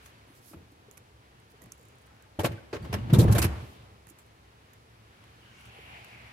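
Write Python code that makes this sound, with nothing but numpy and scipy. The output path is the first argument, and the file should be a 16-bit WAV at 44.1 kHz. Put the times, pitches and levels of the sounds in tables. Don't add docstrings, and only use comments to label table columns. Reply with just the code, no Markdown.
import sys
import numpy as np
from scipy import signal
from scipy.fft import rfft, irfft
from scipy.io import wavfile
from scipy.ndimage import uniform_filter1d

SR = 44100
rng = np.random.default_rng(int(sys.argv[2]) if len(sys.argv) > 2 else 0)


def undo_db(level):
    steps = np.asarray(level, float) / 20
    return 10 ** steps


def int16_out(signal):
    q = np.round(np.clip(np.atleast_2d(signal).T, -1, 1) * 32767)
    wavfile.write(sys.argv[1], SR, q.astype(np.int16))


N = 278712
TIME = np.arange(N) / SR

# (frequency [Hz], width [Hz], level [dB])
LATCH_MODES = [(1100, 210, 20.5), (1590, 720, 20.5), (2250, 400, 9), (2750, 210, 7), (3550, 230, 0),
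               (4600, 860, -40)]


def unit(x):
    return x / np.sqrt(np.mean(x ** 2))


def colour(x, shape):
    hz, db = np.transpose(shape)
    bins = np.log(np.arange(N // 2 + 1) * SR / N + 1)
    return irfft(rfft(x) * undo_db(np.interp(bins, np.log(hz), db)), N)


def closed(shape):
    below = (shape[0][0] / 1.3, -80)
    above = (shape[-1][0] * 1.2, -80)
    return [below] + list(shape) + [above]


def ring(x, modes):
    return sum(undo_db(db) * signal.lfilter(*signal.iirpeak(hz, hz / width, SR), x) for hz, width, db in modes)


def ports(share, lag=17):
    share = np.clip(share, 0, 1)
    common, left, right = rng.standard_normal((3, N))
    together = np.array([np.roll(common, lag), common])
    apart = np.array([left, right])
    return np.sqrt(share) * together + np.sqrt(1 - share) * apart


def walk(rate):
    k = int(SR / rate)
    held = np.repeat(rng.standard_normal(N // k + 1), k)
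    slewed = uniform_filter1d(uniform_filter1d(held, k), k)
    return unit(slewed[:N])


def booms(table, rise_ms, modes, sag=0.):
    out = np.zeros(N)
    t = TIME[:SR // 2]
    for s, db, hz, t60 in table:
        turn = 2 * np.pi * np.cumsum(hz * (1 + sag * np.exp(-t / 0.0053))) / SR
        tone = np.sin(turn) * 1000. ** (-t / max(t60, .01))
        draws = rng.standard_normal((len(modes), 2))
        for (mode_hz, mode_db, share), (size, start) in zip(modes, draws):
            decay = 1000. ** (-t / max(share * t60, .01))
            tone += undo_db(mode_db + 2.45 * size) * np.sin(2 * np.pi * mode_hz * t + start) * decay
        rise = (1 - np.exp(-t * 1000 / rise_ms)) ** 2
        at = int(s * SR)
        out[at:at + len(t)] += (undo_db(db + 3.0) * rise * tone)[:N - at]
    return out


def swells(table, likeness):
    out = np.zeros((2, N))
    ms = TIME[:SR // 4] * 1000
    share = np.clip(likeness, 0, 1)
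    noises = rng.standard_normal((len(table), 3, len(ms)))
    for (s, db, hz, width_hz, length_ms), noise in zip(table, noises):
        rise = np.clip(ms / (0.28 * length_ms), 0, 1)
        fade = np.exp(-np.clip(ms - length_ms, 0, None) / (0.6 * length_ms))
        both = np.sqrt(share) * noise[0] + np.sqrt(1 - share) * noise[1:]
        band = ring(both, [(hz, width_hz, 0)])
        band = unit(ring(band, [(hz, 1.22 * width_hz, 0)]))
        at = int(s * SR)
        out[:, at:at + len(ms)] += (undo_db(db) * rise * fade * band)[:, :N - at]
    return out


def cabin(x, t60, top_hz, wet_db):
    t = np.arange(SR // 2) / SR
    tail = rng.standard_normal((2, len(t))) * 1000. ** (-t / t60) * (t > .004)
    tail = signal.lfilter(*signal.butter(1, top_hz, fs=SR), tail)
    tail /= np.sqrt(np.sum(tail ** 2, axis=1, keepdims=True))
    return x + undo_db(wet_db) * signal.fftconvolve(x, tail, axes=1)[:, :N]


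def bed():
    # (time [s], level above rest [dB])
    shake_curve = [
        (2.7, -5),
        (2.8, 9),
        (2.92, 16.5),
        (3.06, 14.5),
        (3.17, 32.5),
        (3.31, 38),
        (3.47, 25.5),
        (3.66, 6.5),
        (4.1, -5.5),
    ]
    # (time [s], lean [0-1])
    hatch_curve = [
        (0.0, 0.67),
        (0.46, 0.14),
        (1.3, 0.07),
        (1.9, 0.21),
        (2.25, 0.16),
        (2.8, 0.2),
        (4.3, 0.13),
        (5.0, 0.28),
        (5.65, 0.74),
        (6.32, 0.95),
    ]
    rest_levels = [-58.5, -66, -66, -74.5]
    shake_shares = [0.91, 0.64, 0.39, 0.23]
    outside_gains = [5.8, 2, 10.1, 5]
    # (frequency [Hz], level [dB per Hz])
    rumble_shape = [(28, -40), (42, -14), (52, -28), (63, -0.5), (85, -8.5), (113, 0.5), (145, -10.5),
                    (260, -16.5)]
    frame_shape = [(190, -9.5), (260, -2.5), (450, -1.5), (575, -5), (790, -3.5), (1150, -7.5),
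                   (1400, -9.5)]
    street_shape = [(900, -6), (1300, -5), (1700, -3.5), (2380, -5), (3200, -7.5), (4700, -14),
                    (6500, -37.5)]
    cloth_shape = [(3500, -4.5), (5500, -3.5), (8000, -8.5), (11300, -13), (14000, -20.5), (16000, -15)]

    shake = np.interp(TIME, *np.transpose(shake_curve))
    hatch = np.interp(TIME, *np.transpose(hatch_curve))
    rumble_db, frame_db, street_db, cloth_db = (
        rest + share * shake + gain * hatch
        for rest, share, gain in zip(rest_levels, shake_shares, outside_gains))
    rumble = unit(colour(ports(1.0), closed(rumble_shape))) * undo_db(rumble_db + 0.2 * walk(4.7))
    frame = unit(colour(ports(0.71), closed(frame_shape))) * undo_db(frame_db + 6.0 + 0.2 * walk(23.84))
    street = unit(colour(ports(0.25), closed(street_shape))) * undo_db(street_db + 3 + 0.6 * walk(15))
    cloth = unit(colour(ports(0.0087), closed(cloth_shape))) * undo_db(cloth_db + 5.0 + 0.18 * walk(24.63))
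    return rumble + frame + street + cloth


def rustles():
    # (start [s], stop [s], level [dB])
    drags = [(0, 0.102, -62), (0.328, 0.397, -61.5), (0.394, 0.542, -57), (.71, 0.727, -69),
             (1.494, 1.516, -63), (2.006, 2.023, -71), (2.056, 2.065, -60), (3.5, 3.77, -66),
             (4.082, 4.1, -55), (4.17, 4.222, -70), (4.242, 4.276, -72), (5.59, 5.627, -66)]
    # (frequency [Hz], level [dB per Hz])
    rub_shape = [(3000, -14), (5000, -8), (8000, -9), (11000, -10.5), (13500, -13), (16000, -14)]
    drag = np.zeros(N)
    for start, stop, db in drags:
        corners = [start, 0.41 * start + .6 * stop, stop, stop + .008]
        drag += undo_db(db) * np.interp(TIME, corners, [0.0034, 0.96, 0.48, 0.0046])
    return drag * undo_db(0.55 * walk(290)) * unit(colour(ports(.05), closed(rub_shape)))


def ticks():
    # (time [s], peak [dB], body re crack [dB], t60 [s], left minus right before scaling by 0.44 [dB])
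    snaps = [(0.0591, -45, 1, 0.041, 7), (0.912, -33.5, -6, 0.0065, -20), (0.9722, -41, 0, 0.013, -16),
             (0.9765, -41, 0, 0.014, -16), (1.618, -46.5, -2, 0.023, -21), (1.6345, -49, -8, 0.01, -10),
             (1.6382, -42, -4, 0.014, -8), (1.6583, -53, 7, 0.02, -9), (1.7195, -29.5, -10, 0.01, -13),
             (2.1645, -57, 6, 0.015, 4), (2.2236, -45, -14, 0.01, -13), (4.069, -42.5, -2, 0.013, -16),
             (4.0804, -48, -24, 0.013, -15), (4.0874, -49.5, 0, 0.038, -18),
             (4.0979, -47.5, -14, 0.044, -15), (4.1857, -51, 1, 0.083, 4), (4.7327, -48.5, -1.5, 0.032, 1),
             (5.238, -59.5, 12, 0.032, 11.5), (5.608, -52, 2, 0.023, -4.5), (5.653, -53, 0, 0.07, 0),
             (6.045, -45.5, 7, 0.024, -6)]
    # (time [s], peak [dB])
    crackles = [(0.3506, -54), (0.7188, -57), (1.3992, -56), (1.4995, -60), (1.6264, -58), (1.7504, -62),
                (1.7779, -52), (1.7943, -52), (1.8114, -53), (1.8284, -55), (1.8522, -50), (1.8841, -52),
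                (1.9224, -62.5), (1.9545, -57.5), (1.9834, -55), (2.0143, -58), (2.0183, -59),
                (2.0617, -58), (4.2631, -59)]
    # (frequency [Hz], level [dB per Hz])
    snap_shape = [(5200, -11), (6300, 0), (8000, -1.5), (10500, -2), (13000, -8), (15000, -6), (16500, -30)]
    # (frequency [Hz], width [Hz], level [dB])
    case_modes = [(15200, 630, -4), (12800, 700, -8)]

    out = np.zeros((2, N))
    bright = unit(colour(ports(0.048), closed(snap_shape)))
    dull = unit(ring(ports(0.24), LATCH_MODES))
    t = TIME[:SR // 10]
    alike = [(s, db + 2.5, -11, 0.016, -3) for s, db in crackles]
    for s, db, body_db, t60, pan_db in list(snaps) + alike:
        hz = 6900 + 326 * max(-48.5 - db, 0)
        span = slice(int(s * SR), int(s * SR) + len(t))
        envelope = np.clip(t / 0.0015, 0, 1) * 1000. ** (-t / max(t60, .003))
        level = undo_db(db + 0.22 * np.array([[pan_db], [-pan_db]]))
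        pitched = ring(bright[:, span], [(hz, 0.065 * hz, 0)] + list(case_modes))
        crack = undo_db(-6.0) * bright[:, span] + undo_db(-4.0) * pitched
        out[:, span] += envelope * level * (crack + undo_db(body_db - 5.0) * dull[:, span])
    return out


def brushes():
    # (time [s], peak [dB], frequency [Hz], width [Hz], length [ms])
    strokes = [
        (0.26, -72.5, 10000, 4000, 60),
        (0.44, -64.5, 11500, 3500, 69),
        (0.917, -69, 10800, 3000, 24),
        (0.977, -56, 10700, 900, 3),
        (1.626, -60, 12500, 1200, 3),
        (5.95, -78, 10500, 3500, 50),
        (6.06, -75, 9500, 4000, 43),
        (5.57, -72, 10000, 2500, 50),
        (5.7, -75, 10300, 3000, 130),
        (2.728, -54, 6000, 1500, 22),
    ]
    return swells(strokes, 0.1)


def taps():
    # (time [s], peak [dB], frequency [Hz], t60 [s])
    trim_taps = [(0.301, -47.5, 280, 0.038), (0.512, -45, 310, 0.041), (0.543, -43, 304, 0.04),
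                 (0.6, -53, 306, 0.045), (0.72, -52.5, 300, 0.072), (0.884, -47.5, 412, 0.05),
                 (1.539, -52, 413, 0.065), (1.621, -47, 280, 0.027), (1.799, -55, 486, 0.049),
                 (2.389, -19, 306, 0.025), (2.445, -16.5, 472, 0.014), (2.73, -29.5, 390, 0.05),
                 (3.127, -17, 149, 0.027), (3.135, -28, 231, 0.027), (3.189, -17, 241, 0.019),
                 (3.244, -46, 250, 0.043), (3.3, -41, 263, 0.033), (3.384, -24, 326, 0.058),
                 (3.442, -21.5, 335, 0.052), (4.108, -44.5, 339, 0.024), (5.788, -37.5, 424, 0.015)]
    return booms(trim_taps, 1.0, [])


def clacks():
    # (time [s], metal peak [dB], panel knock re metal [dB], rattle re metal [dB], hold
    # [ms])
    releases = [(0.532, -46.5, 6.5, -25, 2.3), (2.39, -28.5, 5.5, -3.5, 20), (2.434, -33, 8.5, 2, 12),
                (2.444, -20, -3, -10, 10.7), (2.453, -29.5, -6, 3.5, 3.4), (2.516, -39, -3, -9, 11),
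                (2.727, -29, 2, -51, 23), (2.757, -40, 5, -26, 13), (2.820, -52, 6, 1, 28),
                (2.847, -43.5, 10.5, -26, 11), (2.926, -20, -3, -9, 4), (2.938, -19, -3.5, -11, 2.9),
                (2.982, -44, 4, -30, 9.7)]
    landings = [(3.098, -30, -3.5, -17, 8.6), (3.132, -26.5, 7, 4, 16), (3.153, -47.5, 21, 7, 11.6),
                (3.185, -30.5, 6.5, 10, 17.2), (3.201, -40, 0, 12, 15), (3.226, -39, 7, 3, 14),
                (3.25, -56, 13, -9, 6), (3.279, -31.5, 7.5, -16, 7.4), (3.299, -41, -1, 0, 4.5),
                (3.312, -33, -10, 0, 11), (3.322, -32, -9.5, 9.5, 9.6), (3.347, -28, 6, -2.5, 26),
                (3.381, -19.5, -5, 1, 9), (3.417, -20.5, -5, 4, 11.5), (3.441, -18, -7, -5, 5)]
    # (frequency [Hz], width [Hz], level [dB])
    panel_modes = [(280, 24, -5), (374, 76, 14.5), (445, 41, 3), (560, 95, 5), (720, 24, -14),
                   (990, 55, -9)]
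    # (frequency [Hz], level [dB per Hz])
    rattle_shape = [(4000, -6), (5500, -2), (7500, -1.5), (10000, -3.5), (12500, -5), (15000, -8),
                    (16500, -33)]

    knock, metal, rattle = np.zeros((3, N))
    for s, db, knock_db, rattle_db, hold_ms in list(releases) + list(landings):
        ms = (TIME - s) * 1000
        burst = np.clip(ms / 2.45, 0, 1) * np.exp(-np.clip(ms - hold_ms, 0, None) / 10)
        knock += undo_db(db + knock_db) * burst
        metal += undo_db(db) * burst
        rattle_rise = np.clip((ms + 2.1) / 6.7, 0, 1)
        rattle_fade = np.exp(-np.clip(ms - 0.95 * hold_ms, 0, None) / 10.3)
        rattle += undo_db(db + rattle_db) * rattle_rise * rattle_fade
    grit = undo_db(2.5 * walk(300))
    white = ports(0.68, lag=0)
    panel = ring(white * knock, panel_modes) / ring(white, panel_modes).std()
    panel = signal.lfilter(*signal.butter(2, 270, "high", fs=SR), panel)
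    white = ports(0.065) * grit
    latch = ring(white * metal, LATCH_MODES) / ring(white, LATCH_MODES).std()
    latch = signal.lfilter(*signal.butter(4, 6000, fs=SR), latch)
    loose = unit(colour(ports(0.029) * grit, closed(rattle_shape))) * rattle
    return undo_db(-10.0) * panel + undo_db(-11.0) * latch + undo_db(-13.0) * loose


def scuffs():
    # (time [s], peak [dB], frequency [Hz], width [Hz], length [ms])
    scrapes = [(0.533, -55, 1200, 1200, 7.2), (0.972, -59, 5800, 1500, 6), (1.7202, -43, 6200, 900, 2.2),
               (2.392, -40.5, 3060, 900, 7.5), (2.444, -34, 1100, 900, 11),
               (2.446, -33.5, 2760, 1200, 10.4), (2.458, -48, 3960, 700, 16), (2.515, -58, 2110, 1500, 67),
               (2.73, -45, 404, 150, 20), (2.938, -38, 5500, 690, 4.3), (3.1, -44.5, 2300, 1400, 9.4),
               (3.134, -34.5, 3650, 1200, 14.6), (3.15, -38, 500, 350, 23), (3.191, -34, 3700, 1400, 18),
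               (3.2, -41, 510, 350, 33), (3.279, -46, 1990, 1790, 7.4), (3.293, -40, 900, 700, 13),
               (3.32, -43, 2630, 400, 11), (3.323, -49, 3980, 500, 13), (3.349, -42, 3660, 1000, 19),
               (3.358, -38, 2210, 500, 12), (3.381, -31.5, 9000, 3500, 13.7), (3.39, -42, 2550, 400, 19),
               (3.417, -33.5, 4600, 900, 11), (3.423, -36, 2720, 700, 17), (3.44, -40, 2450, 500, 8.4),
               (3.44, -33, 11300, 2500, 8), (3.446, -42, 5370, 700, 9), (3.49, -56.5, 2120, 2000, 91),
               (3.58, -58, 2540, 2480, 75)]
    return swells(scrapes, 0.17)


def hollows():
    # (time [s], peak [dB], frequency [Hz], width [Hz], length [ms])
    body_swells = [(0.535, -58, 330, 300, 55), (1.6, -62.5, 557, 350, 58), (2.389, -35, 560, 500, 14),
                   (2.44, -34.5, 520, 500, 24.6), (2.728, -39, 398, 200, 28), (2.925, -39, 200, 90, 58),
                   (3.03, -46, 200, 90, 60), (3.13, -33, 350, 250, 26), (3.186, -28, 330, 249, 21.6),
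                   (3.24, -36, 500, 250, 14), (3.35, -35, 600, 500, 34), (5.45, -69, 6000, 2500, 400),
                   (5.9, -67, 4170, 2500, 400), (3.16, -39, 600, 350, 18), (3.215, -41, 600, 400, 32),
                   (3.46, -51, 895, 900, 110), (0.533, -53, 700, 900, 8)]
    return swells(body_swells, 0.63)


def knocks():
    # (time [s], peak [dB], frequency [Hz], t60 [s])
    plate_knocks = [(0.534, -49, 540, 0.02), (2.391, -21.5, 476, 0.021), (2.395, -27, 760, 0.051),
                    (2.4345, -25, 480, 0.022), (2.4452, -18, 540, 0.02), (2.455, -27, 267, 0.051),
                    (2.461, -34, 644, 0.028), (2.732, -41, 747, 0.048), (2.739, -33, 450, 0.054),
                    (2.7345, -38, 1070, 0.02), (3.14, -35, 470, 0.036), (3.194, -21.5, 448, 0.052),
                    (3.234, -33, 490, 0.082), (3.354, -21.5, 581, 0.04), (0.9732, -46.5, 2350, 0.013),
                    (1.6192, -52, 1920, 0.027), (2.4468, -28, 2400, 0.012), (3.4244, -34, 2617, 0.11),
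                    (3.4205, -33, 4900, 0.02), (3.4435, -26, 850, 0.012), (3.3575, -31, 1530, 0.011),
                    (3.3635, -22, 346, 0.02), (3.1945, -16, 330, 0.015), (3.145, -25, 240, 0.02),
                    (4.0696, -56.5, 1810, 0.033), (2.9851, -43, 2900, 0.027), (3.2804, -36, 1720, 0.025)]
    return booms(plate_knocks, 0.43, [])


def thumps():
    # (time [s], peak [dB], boom [Hz])
    seat_blows = [(2.388, -22.5, 93), (2.441, -18, 122.5), (2.484, -29.5, 83), (2.508, -26, 121),
                  (2.532, -30, 100), (2.573, -39.5, 124), (2.76, -35, 97.5), (2.806, -27.5, 124.5),
                  (2.828, -35.5, 73.6), (2.894, -27, 121.6), (2.935, -23, 90), (2.952, -35, 108),
                  (2.982, -38, 89.5), (3.013, -35, 118.6), (3.098, -21, 101.4), (3.1265, -3, 128),
                  (3.164, -9, 172), (3.182, 0, 116.7), (3.219, -8, 166), (3.245, -9, 100.8),
                  (3.274, -20.5, 75.5), (3.295, -14, 114.4), (3.323, -16, 173), (3.355, -16, 94),
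                  (3.394, -34, 96), (3.444, -15, 88.3), (3.489, -29, 71), (3.529, -37, 69.4),
                  (3.575, -37.5, 96), (3.625, -31, 117)]
    # (time [s], peak [dB], boom [Hz])
    bumps = [
        (0.535, -40, 159),
        (0.557, -41.5, 87),
        (0.583, -49, 95),
        (0.619, -48, 86.5),
        (0.999, -48, 107),
        (1.638, -45, 159),
        (1.665, -41.5, 110),
        (4.068, -45, 117),
    ]
    # (frequency [Hz], level [dB], share of the boom t60 [0-1])
    seat_modes = [(173, -0.5, 0.47), (209.5, -14.5, 0.88), (288, -23, 0.93), (333.7, -14, 0.91),
                  (409, -4, 0.25), (525, -29, 0.78), (614, -19.5, 0.34), (690, -16, 0.18)]
    cycles = 10.7
    blows = [(s, db, hz, cycles / hz) for s, db, hz in sorted(list(seat_blows) + list(bumps))]
    return booms(blows, 6.03, seat_modes, sag=0.32)


def whips():
    # (time [s], peak [dB], frequency [Hz], width [Hz], length [ms])
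    lashes = [(1.74, -72.5, 6900, 1500, 140), (2.03, -67, 1500, 900, 210), (2.454, -41.5, 7200, 900, 8),
              (2.728, -50, 4480, 600, 14), (2.76, -51, 2800, 900, 9.2), (3.129, -49, 12000, 2500, 12),
              (3.184, -50, 12400, 3000, 12), (3.275, -58, 10740, 500, 6), (3.344, -44, 11500, 2500, 14),
              (3.377, -43, 12500, 3000, 9.2), (3.7, -63.5, 3220, 1500, 100), (5.8, -78, 10500, 3000, 99),
              (6.07, -79, 10600, 3000, 40)]
    return swells(lashes, 0.19)


def squeaks():
    # (time [s], peak [dB], frequency [Hz], t60 [s])
    chirps = [
        (2.07, -62, 1300, .08),
        (2.1, -59, 1310, 0.07),
        (2.11, -62, 820, .1),
        (2.225, -65, 1546, .1),
        (2.26, -62, 864, 0.087),
        (2.578, -42, 1525, 0.047),
        (2.826, -51, 4600, .05),
        (5.23, -60, 3300, .05),
    ]
    return booms(chirps, 2.1, [])


def undertones():
    # (time [s], peak [dB], frequency [Hz], t60 [s])
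    low_tones = [(2.732, -38.5, 119, 0.13), (2.775, -37, 100, 0.1), (2.9545, -26, 100, 0.06),
                 (2.984, -26, 95, 0.09), (3.008, -29, 119, 0.16), (3.0332, -29, 119, 0.08),
                 (3.103, -27, 111, 0.064), (3.392, -20, 99, 0.084), (3.572, -30.5, 93, 0.11),
                 (3.66, -41, 79.6, 0.09), (3.79, -47, 116, 0.17)]
    return booms(low_tones, 4.7, [])


def sweep(hz, width_hz):
    turn = 2 * np.pi * np.cumsum(hz) / SR
    soft = signal.butter(2, width_hz, fs=SR)
    cosine_part = np.cos(turn) * signal.lfilter(*soft, ports(0.17))
    sine_part = np.sin(turn) * signal.lfilter(*soft, ports(0.08))
    return unit(cosine_part + sine_part)


def passing():
    # (time [s], tyre hiss [dB], hiss centre [Hz], spread [0-1])
    course = [
        (5.38, -96, 3000, 0.08),
        (5.43, -61, 2965, 0),
        (5.551, -65.5, 2880, .1),
        (5.65, -55, 2773, 0.4),
        (5.8, -53.5, 2526, 1.2),
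        (5.95, -49.5, 2423, 1.14),
        (6.07, -55.5, 2464, 1.1),
        (6.16, -53, 2254, 0.8),
        (6.32, -54, 2400, 0.7),
    ]
    s, *columns = np.transpose(course)
    db, hz, spread = (np.interp(TIME, s, column) for column in columns)
    spread = np.clip(spread, 0, 1)
    narrow = sweep(hz, 170) + undo_db(-8.0) * sweep(.54 * hz, 170)
    roar = unit(ring(ports(0.92), [(780, 290, 10.0), (1600, 370, -21)]))
    wide = sweep(hz, 500) + undo_db(-4.0) * roar
    return undo_db(db + .8 * walk(14)) * ((1 - spread) * narrow + spread * wide)


def glances():
    # (time [s], peak [dB], frequency [Hz], width [Hz], length [ms])
    reflections = [
        (5.44, -66, 1560, 200, 83),
        (5.53, -61.5, 2250, 300, 78),
        (5.61, -68, 1450, 250, 60),
        (5.6, -71, 2750, 300, 90),
        (5.91, -58, 2490, 600, 80),
        (6.11, -55, 2350, 591, 81),
        (6.22, -58, 2150, 400, 70),
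    ]
    return swells(reflections, 0.2)


def scene():
    soft_blows = thumps() + undertones()
    padded = cabin(np.tile(soft_blows, (2, 1)), t60=0.21, top_hz=396, wet_db=-33.5)
    hard_tones = taps() + knocks() + squeaks()
    hard = cabin(clacks() + hard_tones, t60=0.16, top_hz=3000, wet_db=-17)
    echoed = cabin(hard, t60=0.88, top_hz=3980, wet_db=-20.5)
    near = cabin(ticks(), t60=0.12, top_hz=9000, wet_db=-12.5) + rustles() + brushes()
    landing_noise = scuffs() + hollows() + whips()
    outside = passing() + glances()
    return bed() + near + padded + echoed + landing_noise + outside


def roll_off(x):
    return signal.sosfilt(signal.butter(12, 15940, fs=SR, output="sos"), x)


def record(dry):
    # (frequency [Hz], left minus right [dB])
    left_port = [(200, 0), (500, 1.5), (1300, 0), (4400, 1), (8000, -5), (12000, -19), (16000, -6)]
    # (frequency [Hz], level [dB])
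    phone_shape = [(20, -6), (35, 3.5), (55, 2.5), (15850, -3), (16050, -49)]
    left_tilt = [(hz, db / 2) for hz, db in left_port]
    right_tilt = [(hz, -db / 2) for hz, db in left_port]
    heard = np.array([colour(dry[0], left_tilt), colour(dry[1], right_tilt)])
    mix = colour(heard, phone_shape)
    return roll_off(mix)


dry = scene()
out = record(dry)
int16_out(out)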